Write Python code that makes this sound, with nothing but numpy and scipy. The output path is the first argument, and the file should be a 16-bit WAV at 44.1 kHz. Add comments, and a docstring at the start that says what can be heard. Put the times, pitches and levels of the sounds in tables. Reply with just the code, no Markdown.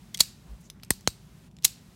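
"""Low rumble and fine hiss fill a small quiet room, then a revolver is worked by hand close to the microphone.
The trigger springs forward, a slow pull turns and locks the cylinder with two dry knocks, and the hammer falls.
Each click is a few steel contacts within milliseconds: broadband pulses, dense clatter and dying modes.
Small ticks lead up to the clicks; noise bands are the soft rubs, falling sines the jolts of the frame.
A response of early scatter, one wall echo and a short tail gives the room."""
import sys
import numpy as np
from scipy import signal
from scipy.fft import rfft, irfft
from scipy.io import wavfile

SR = 44100
rng = np.random.default_rng(int(sys.argv[2]) if len(sys.argv) > 2 else 0)


def unload_wav(signal):
    """Save mono or channel-first audio to the path in sys.argv[1] as 16-bit WAV at rate SR, clipped to [-1, 1]."""
    wavfile.write(
        sys.argv[1],
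        SR,
        np.round(np.clip(np.atleast_2d(signal).T, -1, 1) * 32767).astype(np.int16),
    )


N = 85995  # length in samples
ONE_MS_GAIN = np.sqrt(SR / 1000)  # gives a sound of energy 1 an rms of 1 over one millisecond


def amp(db):
    """Decibel definition: converts a level to an amplitude gain."""
    return 10 ** (np.asarray(db) / 20)


def unit(x):
    """Energy normalisation: scales the sum of squares to 1."""
    return x / np.sqrt(np.sum(x ** 2) + 1e-20)


def read(points, hz):
    """Logarithmic interpolation: reads a curve on a log-frequency axis."""
    point_hz, value = np.transpose(points)
    return np.interp(np.log(hz + 1), np.log(point_hz + 1), value)


def add(mix, start_s, sound):
    """Superposition: adds a sound into the mix, in place, from its start time."""
    part = mix[max(round(start_s * SR), 0):][:len(sound)]
    part += sound[:len(part)]


def seconds(size):
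    """Sampling: the time axis of so many samples."""
    return np.arange(size) / SR


def noise(colour):
    """Spectral shaping: steady random noise of rms 1 with the given spectrum."""
    gain = amp(read(colour, np.fft.rfftfreq(N, 1 / SR)))
    shaped = irfft(rfft(rng.standard_normal(N)) * gain, N)
    return unit(shaped) * np.sqrt(N)


def snap(colour, tilt_db=0, size=2048):
    """Minimum phase: the causal pulse of a given spectrum with its energy as early as possible."""
    hz = abs(np.fft.fftfreq(size, 1 / SR))
    tilt = tilt_db * np.log2(1 + hz / 1000)
    log_gain = np.log(amp(read(colour, hz) + tilt))
    # the Hilbert transform of the log gain supplies the phase
    spectrum = np.exp(np.conj(signal.hilbert(log_gain)))
    return unit(np.fft.ifft(spectrum).real[:size // 2])


def clatter(pulse, snap_db, clatter_db, t60_s):
    """High modal density: a pulse, then the dense, quickly dying vibration of small steel parts."""
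    t = seconds(size=16384)
    impulses = rng.choice([-1., 1.], len(t)) * amp(-60 * t / t60_s)
    dense = unit(signal.fftconvolve(impulses, pulse)[:len(t)])
    out = amp(clatter_db) * dense
    add(out, 0, amp(snap_db) * pulse)
    return out


def ring(modes):
    """Modal decay: dying sines (pitch_hz, level_db, t60_s) that start from rest, with total energy 1."""
    t = seconds(size=16384)
    total = np.zeros(len(t))
    for k, (pitch_hz, level_db, t60_s) in enumerate(modes):
        sign = (-1) ** k
        total += sign * amp(level_db - 60 * t / t60_s) * np.sin(2 * np.pi * pitch_hz * t)
    return unit(total)


# rumble spectrum: frequency_hz, density_db (dB per Hz, relative)
RUMBLE = [(15, -43), (25, -23), (52, -2), (85, -9.5), (120, -2.5), (190, -2), (245, -10), (290, -17),
          (390, -18), (470, -26.5), (1000, -30)]
# hiss spectrum: frequency_hz, density_db (dB per Hz, relative)
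HISS = [(300, -2.5), (700, 3), (1500, 1.5), (4000, -1), (8000, -4.5), (12000, -8), (16000, -11.5)]
# level of the hiss, which dips twice: time_s, level_db (relative to HISS_DB)
HISS_LEVEL = [(0, 0.5), (.67, -2), (.72, -9), (.87, -8.5), (.93, -2), (1.475, -.5), (1.495, -12),
              (1.61, -10), (1.67, -1.5), (1.95, 0)]
RUMBLE_DB, HISS_DB = -52.5, -62.5  # rms levels


def background():
    """Stationary noise: a low room rumble, and a fine hiss whose level follows a curve."""
    rumble = noise([*RUMBLE, (2000, -54), (16000, -91)])
    hiss_db = HISS_DB + np.interp(seconds(size=N), *np.transpose(HISS_LEVEL))
    return amp(RUMBLE_DB) * rumble + amp(hiss_db) * noise(HISS)


# reverberation time: frequency_hz, t60_s
ROOM_T60 = [(200, 0.03), (1000, 0.38), (4000, 0.39), (8000, 0.3156), (15000, 0.21)]
# spectrum of the tail: frequency_hz, level_db (relative)
ROOM_COLOUR = [(200, -1), (1000, -3.5), (2500, -1), (5000, -3), (9000, -3), (15000, 5.5)]
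EARLY_DB, EARLY_T60_S = 9, .05  # scatter energy relative to the tail
WALL_S, WALL_DB = .029, -10  # echo delay, and its energy relative to the tail


def room(x):
    """Reverberation: convolves with quick scatter from hands and table, one wall echo and a short tail."""
    t = seconds(size=22050)
    hz, at, z = signal.stft(rng.standard_normal(len(t)), SR, nperseg=256)
    # each frequency band of the tail decays at its own rate
    z = z * amp(read(ROOM_COLOUR, hz)[:, None] - 60 * at / read(ROOM_T60, hz)[:, None])
    tail = signal.istft(z, SR, nperseg=256)[1][:len(t)]
    tail = unit(tail * np.minimum(t / 0.0068, 1))
    early = rng.standard_normal(len(t)) * amp(-60 * t / EARLY_T60_S)
    early = unit(early * np.minimum(t / 0.0011, 1))
    wall = unit(rng.standard_normal(len(t)) * np.exp(-t / .002))
    response = tail + amp(EARLY_DB) * early
    add(response, WALL_S, amp(WALL_DB) * wall)
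    return signal.fftconvolve(x, response)[:N]


# soft rubs of skin and sliding steel: centre_s, width_s (to 1/e), centre_hz,
# half_width_octaves (to -6 dB), level_db (rms at the crest)
RUBS = [(0.506, 0.055, 450, 1.1, -60.5), (0.614, 0.0096, 8030, .8, -63), (.655, 0.023, 6500, .25, -62),
        (.765, 0.028, 1462, .4, -68), (.86, 0.036, 2400, .5, -68), (1.069, .005, 3100, .06, -56.5)]
# the grip shifts: width to 1/e
GRIP_S, GRIP_WIDTH_S, GRIP_DB, GRIP_HZ = .522, 0.031, -36, 54.5


def handling():
    """Friction and slow motion: band noise in smooth swells for rubs, a low wobble as the grip shifts."""
    t = seconds(size=N)
    hz = np.geomspace(20, SR / 2, num=200)
    grip_swell = np.exp(-((t - GRIP_S) / GRIP_WIDTH_S) ** 2)
    out = amp(GRIP_DB) * grip_swell * np.sin(2 * np.pi * GRIP_HZ * (t - GRIP_S))
    for centre_s, width_s, centre_hz, octaves, level_db in RUBS:
        band_db = -20 * np.log10(1 + (np.log2(hz / centre_hz) / octaves) ** 2)
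        swell = np.exp(-((t - centre_s) / width_s) ** 2)
        out += amp(level_db) * swell * noise(np.c_[hz, band_db])
    return out


# dull knocks of the frame against the hand: start_s, level_db (envelope at the start)
KNOCKS = [(0.2073, -28), (0.9066, -17), (1.0752, -18)]
# starting pitch, time in which it halves, decay time (s)
KNOCK_HZ, KNOCK_SAG_S, KNOCK_T60_S = 765, .0009, 0.044


def knocks():
    """Damped oscillation: the frame jolts in the hand, a short push whose pitch falls at once."""
    out, t = np.zeros(N), seconds(size=4096)
    # integral of a pitch that falls as 1 / (1 + t / sag)
    turns = KNOCK_HZ * KNOCK_SAG_S * np.log1p(t / KNOCK_SAG_S)
    for start_s, level_db in KNOCKS:
        add(out, start_s, -amp(level_db - 60 * t / KNOCK_T60_S) * np.sin(2 * np.pi * turns))
    return out


# light ticks of pawl and springs: start_s, level_db (rms if held within 1 ms),
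# tilt_db (dB per octave, well above 1 kHz), pitch_hz
TICKS = [(0.1734, -31.5, 4.5, 8820), (0.1785, -34.5, -0.5, 8200), (0.1903, -35.5, -1.5, 4590),
         (0.1957, -31, 1, 11560), (0.1989, -27, 1.5, 4135), (0.7006, -33.5, 3, 3720),
         (0.7987, -54, -13, 2140), (0.8266, -53, -4.5, 4480), (0.8332, -39, -8.5, 4370),
         (0.8346, -37.5, 5, 2640), (0.8481, -46, 4, 8500), (0.8822, -62, 4, 7500), (1.009, -48, 5, 5980),
         (1.5132, -59, 2, 3300), (1.5675, -49, -2.5, 5510), (1.5870, -49, -2.5, 3870),
         (1.623, -55, 1.5, 4260), (1.6247, -47, 4, 4200), (1.6345, -42, -3, 6000), (1.6398, -37, 0, 5960),
         (1.6432, -38, -0.5, 8080)]
# spectrum of a tick before its tilt: frequency_hz, density_db (relative)
TICK = [(200, -31), (900, -25), (2000, -3.5), (4000, 1.5), (6000, 3), (9000, -5), (12000, -7), (16000, -15)]
TICK_T60_S, TICK_SNAP_DB, TICK_ROOM_DB = .012, -5, -19.5
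TICK_RING_DB, TICK_RING_T60_S = -2.5, 0.0048


def light_ticks():
    """Impact of light parts: each tick is a tilted pulse with clatter and a single dying mode."""
    ticks = np.zeros(N)
    for start_s, level_db, tilt_db, pitch_hz in TICKS:
        impact = unit(clatter(snap(TICK, tilt_db), TICK_SNAP_DB, 0, TICK_T60_S))
        mode = ring([(pitch_hz, 0, TICK_RING_T60_S)])
        tick = unit(impact + amp(TICK_RING_DB) * mode)
        add(ticks, start_s, ONE_MS_GAIN * amp(level_db) * tick)
    return ticks + amp(TICK_ROOM_DB) * room(ticks)


# contacts of the action: start_s, level_db (scales the whole contact), part
CONTACTS = [(0.1436, -30, "lever"), (0.1463, -18.5, "lever"), (0.2040, -12, "trigger"),
            (0.2063, -3.5, "trigger"), (0.209, -16, "trigger"), (0.2107, -20, "trigger"),
            (0.9055, -14.5, "stop"), (0.9059, -9.5, "stop"), (0.9071, -11.5, "stop"),
            (1.0752, -8, "cylinder"), (1.6455, -11.5, "hammer"), (1.6478, -7, "hammer"),
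            (1.65, -4.5, "hammer"), (1.6516, -12, "hammer")]
# colour of each part's contact: frequency_hz, density_db (dB per Hz, relative)
LEVER = [(120, -47), (300, -22.5), (900, -21), (1300, -17), (2100, -6), (2600, -10), (3400, 1), (4600, -11),
         (5800, -2), (8000, -10), (13000, -14.5), (16000, -21)]
TRIGGER = [(120, -40.5), (420, -22.5), (650, -11), (1050, -14), (1600, -15.5), (2600, -7.5), (4300, 0),
           (5700, -6.5), (6700, -5.5), (9800, -12), (13500, -8), (16000, -19)]
STOP = [(240, -24), (450, -6), (620, -12.5), (1000, 0.5), (1500, -10), (2100, -1), (2700, -14.5),
        (3900, -2.5), (5100, -9.5), (8400, 3.5), (9400, -11), (13000, -3.5), (16000, -11)]
CYLINDER = [(240, -27.5), (450, -1.5), (1200, -3), (2300, -0.5), (2900, -7.5), (4000, 4), (4800, -3.5),
            (6400, -6), (7400, -12.5), (8400, -6), (11400, -13), (13100, -23), (14800, -15), (16000, -26)]
HAMMER = [(120, -39), (250, -25), (380, -17.5), (560, -29), (800, -28), (1400, -19), (2200, -9.5),
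          (2700, -8), (3900, 1), (4800, -7), (6200, 2), (9800, -2), (14000, -11), (16000, -19)]
# short resonances of each part: pitch_hz, width_hz, level_db (relative, before the width term)
LEVER_MODES = [(2070, 80, -5.5), (3340, 63, -2.5), (3870, 160, -6), (4444, 160, -9.5), (5450, 180, -7),
               (6120, 190, -4.5), (11300, 190, -17.5)]
TRIGGER_MODES = [(3340, 90, -15), (3940, 92, -0.5), (4240, 140, 1), (4420, 100, 1), (5350, 150, -5.5),
                 (6643, 110, -1.5), (7730, 110, -9), (8470, 160, -7), (10900, 110, -12.5),
                 (12700, 130, -13)]
STOP_MODES = [(2070, 240, -1.5), (4020, 310, -7), (6240, 460, -7.5), (7090, 280, -6), (7570, 400, -1),
              (8580, 680, 7), (10700, 210, -11.5), (12900, 550, -17), (14800, 490, -21)]
CYLINDER_MODES = [(3170, 150, 2), (4060, 190, -15), (4600, 150, -3), (5250, 200, 2), (6550, 160, 12),
                  (8220, 96, -3), (11300, 160, 0), (15300, 270, -1)]
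HAMMER_MODES = [(3895, 160, -3), (5300, 120, -2), (5930, 230, 1), (6870, 160, 1), (8030, 220, 3.5),
                (9300, 61, -3), (10800, 160, -3.5), (11300, 110, 0.5), (13440, 100, 2.5), (14900, 96, -2)]
# make-up of each part's contact, by part: colour, modes, snap_db, clatter_db, clatter_t60_s,
# modes_db, frame_ring_db, room_db
PARTS = {"lever": (LEVER, LEVER_MODES, -9.5, -5.5, .011, -6.5, -33, -28),
         "trigger": (TRIGGER, TRIGGER_MODES, -13.5, -4, 0.012, -1, -26, -19.5),
         "stop": (STOP, STOP_MODES, -6, -5, 0.007, -5, -29, -24),
         "cylinder": (CYLINDER, CYLINDER_MODES, -2, -7.5, 0.0074, -10, -25, -25),
         "hammer": (HAMMER, HAMMER_MODES, -18, -3, .015, -5.5, -42.5, -21.5)}
# long faint ring of the steel frame: pitch_hz, level_db (relative), t60_s
FRAME = [(2790, -7, .12), (3870, -1, 0.22), (4280, -2, 0.21), (4608, -1, 0.25), (4710, -0.5, 0.21),
         (5017, -5.5, 0.092), (5190, -6, .26), (6430, -0.5, 0.12), (7550, -3, .17), (8267, -1, .17),
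         (8610, -2.5, 0.24), (11900, -6, .12)]
# what the whole gun radiates into the room: frequency_hz, density_db (dB per Hz, relative)
RADIATED = [(200, -21.5), (1200, -11), (2000, -10), (2600, -3), (3300, -2.5), (4500, 4.5), (5600, 1.5),
            (8500, 2.5), (10000, -5), (13000, -6.5), (16000, -12.5)]
OWN_COLOUR_DB = -11.5  # gain of the part's own sound in what reaches the room


def steel_contacts():
    """Impact excitation: each contact sets off pulse, clatter, part modes and frame, and wakes the room."""
    out = np.zeros(N)
    frame, radiated = ring(FRAME), snap(RADIATED)
    for start_s, level_db, part in CONTACTS:
        colour, modes, snap_db, clatter_db, clatter_t60_s, modes_db, frame_db, room_db = PARTS[part]
        decaying = []
        for pitch_hz, width_hz, mode_db in modes:
            # a resonance dies faster the wider it is
            t60_s = np.log(1000) / np.pi / width_hz
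            decaying.append((pitch_hz, mode_db + 10 * np.log10(width_hz), t60_s))
        impact = clatter(snap(colour), snap_db, clatter_db, clatter_t60_s)
        hit = impact + amp(modes_db) * ring(decaying)
        to_room = amp(OWN_COLOUR_DB) * hit[:2048]
        add(to_room, 0, radiated)
        direct = hit + amp(frame_db) * frame
        add(out, start_s, ONE_MS_GAIN * amp(level_db) * direct)
        add(out, start_s, ONE_MS_GAIN * amp(level_db + room_db) * room(to_room))
    return out


def scene():
    """Superposition: the background, the hands and the revolver sum to one channel."""
    return (background() + handling() + knocks() + light_ticks() + steel_contacts())[None]


LOW_CUT_HZ, EDGE_HZ = 29, 16050


def record(dry):
    """Linear filtering and clipping: the microphone's low cut, full-scale limit, then the band limit."""
    low_cut = signal.butter(2, LOW_CUT_HZ, "high", fs=SR, output="sos")
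    held = np.clip(signal.sosfilt(low_cut, dry), -1, 1)
    band_limit = signal.firwin(255, EDGE_HZ, window=("kaiser", 9), fs=SR)
    return signal.oaconvolve(held, band_limit[None], "same")


dry = scene()
out = record(dry)
unload_wav(out)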